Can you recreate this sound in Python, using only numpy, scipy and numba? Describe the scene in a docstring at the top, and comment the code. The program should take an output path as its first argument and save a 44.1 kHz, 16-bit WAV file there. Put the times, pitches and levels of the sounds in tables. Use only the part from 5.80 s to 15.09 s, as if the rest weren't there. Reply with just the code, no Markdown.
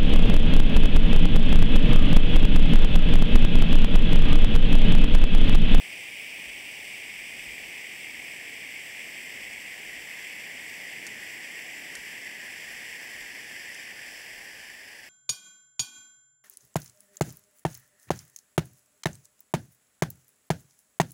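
"""A hollow hiss of gas comes from two flare torches burning near hard ground, some metres away at night.
Each tube is a resonator driven by turbulence: its hollow deepens as the charge burns down, so its
resonances sink. Reflection from the ground, a fraction of a millisecond late, colours the sound by
interference. The flames roar softly above, a few sparks spit and low thuds drift by; at the end the
torches begin to die."""
import sys
import numpy as np
from scipy import signal
from scipy.fft import rfft, irfft, next_fast_len
from scipy.io import wavfile
from scipy.ndimage import uniform_filter1d, map_coordinates
from numba import njit

SR = 44100
rng = np.random.default_rng(int(sys.argv[2]) if len(sys.argv) > 2 else 0)


def generate_wav(signal):
    """Clip the signal to [-1, 1] and save it as 16-bit WAV at the path in sys.argv[1]."""
    frames = np.transpose(np.atleast_2d(signal))
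    scaled = np.clip(frames, -1, 1) * 32767
    pcm = np.round(scaled).astype(np.int16)
    wavfile.write(sys.argv[1], SR, pcm)


N = 409670


def torch(t, hz, width, lag_ms):
    """Resonance: turbulent gas rings the tube and hisses at its mouth; uneven burning makes both flutter."""
    # Spectrum of the open jet. Each row: frequency in Hz, spectral level in dB.
    jet_spectrum = [(900, -8), (2000, 8.5), (3000, 4), (4300, 1), (5500, -1), (7000, 1), (8600, -2.5),
                    (9400, -2), (11000, -5.5), (13500, -10), (16000, -5)]
    # Upper resonances. Each row: multiple of the lowest resonance, width in Hz, base gain in dB.
    overtones = [(2.9, 900, -12), (3.8, 2100, 2.5), (6.45, 2000, 4.5)]
    flutter = walk(12)
    grain = undb(0.97 * walk(300) + 0.23 * walk(90))
    inside, lip, jet = rng.standard_normal((3, N)) * grain
    hz = hz * (1 + 0.019 * walk(20))  # the hollow breathes as hot gas fills it
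    tube = bandpass(bandpass(inside, hz, width), hz, width=2540)
    tube += undb(-18) * bandpass(lip, hz=2580, width=2040)  # the rush at the lip keeps its pitch
    tube = ground(tube * undb(0.15 * flutter), lag_ms)
    tube_db = -45 + 0.5838 * t  # the resonance grows as the hollow deepens
    mouth = coloured(jet, jet_spectrum)
    singing, *upper = [undb(db) * bandpass(mouth, ratio * hz, band) for ratio, band, db in overtones]
    singing_db = np.minimum(-41 + 7 * t, 17)  # the second resonance swells out of the hiss
    hiss = mouth + undb(singing_db) * singing + sum(upper)
    hiss = ground(hiss * undb(0.5 * flutter + 0.14 * walk(35)), lag_ms)
    return undb(tube_db) * unit(tube) + undb(-51) * unit(hiss)


def torches(t):
    """Pitch varies inversely with depth: as two charges burn evenly down, their resonances sink."""
    # The two torches. Each row: factor on the resonance, factor on the echo lag, gain in dB.
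    pair = [(0.99, 1.0133, 0.78), (0.983, 0.963, -2)]
    depth = 1 + 0.033 * t  # relative to the starting depth
    base_hz, width_hz = 2305 / depth, 636 - 39 * t
    base_lag_ms = 0.3715 + 0.00039 * t
    fall_db = burnout_db(t)
    second_fall_db = 2.4 * fall_db - 0.74 * t  # the second torch weakens all along and dies faster
    out = np.zeros(N)
    for (pitch, lag, db), fade_db in zip(pair, (fall_db, second_fall_db)):
        out += undb(db + fade_db) * torch(t, pitch * base_hz, width_hz, lag * base_lag_ms)
    return out


def flames(t):
    """Combustion noise: the flames roar, flap and rumble, each with a randomly wavering level."""
    # Spectrum of the roar. Each row: frequency in Hz, spectral level in dB.
    roar_spectrum = [(25, -47), (45, -21), (65, -11), (100, -6.5), (180, -6.5), (300, -3.5), (500, -1.5),
                     (800, 2.5), (1200, -4.5), (2000, -15)]
    # Course of the flapping. 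Each row: time in seconds, level in dB.
    flap_levels = [(0, -63.5), (.7, -60.5), (4, -59), (4.6, -62.5), (5.3, -56.5), (6, -59.5), (7.7, -63.5),
                   (8.5, -70), (9.29, -80)]
    # Course of the rumble. Each row: time in seconds, level in dB.
    rumble_levels = [(.6, -93), (1.2, -75), (2, -72), (3, -83), (4, -80), (4.6, -91), (5.4, -86), (7, -80),
                     (7.8, -87), (8.5, -76), (9.29, -76)]
    roar = coloured(rng.standard_normal(N), roar_spectrum) * undb(0.55 * walk(8))
    roar = unit(ground(roar, lag_ms=0.449, share=0.44))  # from higher up, so its echo lags more
    roar *= undb(-54 + 0.55 * burnout_db(t))
    flap = noise_band(hz=250, widths=(260, 500))
    flap *= undb(np.interp(t, *np.transpose(flap_levels)) + 1.14 * walk(8.1))
    rumble = noise_band(hz=38, widths=(30, 30))
    rumble *= undb(np.interp(t, *np.transpose(rumble_levels)) + 3.7 * walk(5.6))
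    return roar + flap + rumble


def sparks():
    """Impulse and free decay: each spark is a crack of noise with a short, damped ring."""
    # Spitting sparks. Each row: start in seconds, peak level in dB, decay time in ms.
    spits = [(3.7344, -40, 4.0), (5.2665, -29.5, 3.7), (5.2728, -33, 4.0), (6.1523, -27, 5.5),
             (7.946, -35.5, 6.4)]
    # Ring after a spit. Each row: frequency in Hz, level relative to the spit in dB, T60 in seconds.
    ring_modes = [(8800, -11.5, 0.035), (1520, -12, 0.019)]
    t = np.arange(SR // 20) / SR
    ring = sum(undb(db - 60 * t / t60) * np.sin(2 * np.pi * hz * t) for hz, db, t60 in ring_modes)
    out = np.zeros(N)
    for start, db, decay_ms in spits:
        add_at(out, start, undb(db) * burst(6600, decay_ms, width_share=0.9))
        add_at(out, start, undb(db) * ring)
    return out


def thuds():
    """Band-limited transients: brief swells of deep noise are heard as dull thuds."""
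    # Low thuds. Each row: start in seconds, peak level in dB, centre frequency in Hz.
    events = [(0.658, -54, 51.4), (1.658, -52, 48), (1.8, -59, 33), (2.314, -64, 59.2), (3.572, -61, 43.1),
              (4.025, -60, 35.0), (4.152, -60, 48.4), (6.16, -60, 32.3), (6.857, -65, 45.8),
              (7.346, -58, 37.7), (8.475, -57, 29.6)]
    out = np.zeros(N)
    for start, db, hz in events:
        add_at(out, start, undb(db) * burst(hz, decay_ms=67, width_share=0.78))
    return out


def ground(x, lag_ms, share=0.84):
    """Interference: the direct sound and its delayed mirror image from the ground form a comb filter."""
    echo = map_coordinates(x, [np.arange(N) - lag_ms * SR / 1000], order=3)
    return (x + share * echo) / np.sqrt(1 + share ** 2)


def burnout_db(t, start_s=7.36):
    """Accelerating decay: as the charge runs out, the level falls with the square of the time elapsed."""
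    return -1.5 * np.maximum(t - start_s, 0) ** 2


def burst(hz, decay_ms, width_share):
    """Transient excitation: noise with a sharp start and Gaussian decay drives a band-pass; peak 1."""
    t_ms = 1000 * np.arange(SR // 4) / SR
    noise = rng.standard_normal(len(t_ms)) * np.exp(-(t_ms / decay_ms) ** 2)
    width = width_share * hz
    band = bandpass(bandpass(noise, hz, width), hz, width)
    return band / np.abs(band).max()


def noise_band(hz, widths):
    """Cascaded filtering: two band-passes confine white noise around one frequency; rms 1."""
    band = bandpass(rng.standard_normal(N), hz, widths[0])
    return unit(bandpass(band, hz, widths[1]))


def bandpass(x, hz, width):
    """Second-order resonance with gain 1 at its centre; centre and width in Hz, steady or moving."""
    steady = np.ones(len(x))
    return state_variable_filter(x, hz * steady, width * steady)


@njit
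def state_variable_filter(x, hz, width):
    """Two integrators in a feedback loop act as a damped oscillator."""
    y, band_state, low_state = np.empty(len(x)), 0., 0.
    for i in range(len(x)):
        gain, damping = np.tan(np.pi * hz[i] / SR), width[i] / hz[i]
        band = (band_state + gain * (x[i] - low_state)) / (1 + gain * (gain + damping))
        band_state = 2 * band - band_state
        low_state += 2 * gain * band
        y[i] = damping * band
    return y


def coloured(x, points):
    """Spectral shaping along (Hz, dB) points on a logarithmic frequency axis; rms 1."""
    hz, db = np.transpose(points)
    size = next_fast_len(N)
    bin_hz = np.maximum(np.arange(size // 2 + 1) * SR / size, 1)
    gain = undb(np.interp(np.log(bin_hz), np.log(hz), db))
    return unit(irfft(rfft(x, size) * gain, size)[:N])


def walk(rate):
    """Random fluctuation: values held for 1 / rate seconds and smoothed twice; rms 1."""
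    hold = int(SR / rate)
    steps = np.repeat(rng.standard_normal(N // hold + 1), hold)
    return unit(uniform_filter1d(uniform_filter1d(steps, hold), hold)[:N])


def add_at(out, start_s, sound):
    """Superpose a sound from its start time on."""
    i = int(start_s * SR)
    out[i:i + len(sound)] += sound[:N - i]


def undb(db):
    """Decibels to amplitude ratio."""
    return 10 ** (np.asarray(db) / 20)


def unit(x):
    """Normalise to rms 1."""
    return x / np.sqrt(np.mean(x ** 2))


def scene():
    """Superposition: torches, flames, sparks and thuds add in one channel."""
    t = np.arange(N) / SR
    return (flames(t) + sparks() + thuds() + torches(t))[None]


def record(dry, bass_hz=30, top_hz=15750):
    """Band limiting: the microphone drops the deepest bass and a steep low-pass cuts the top."""
    high_pass = signal.butter(3, bass_hz, "high", fs=SR, output="sos")
    low_pass = signal.ellip(16, .2, 70, top_hz, fs=SR, output="sos")
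    return signal.sosfilt(low_pass, signal.sosfilt(high_pass, dry))


dry = scene()
out = record(dry)
generate_wav(out)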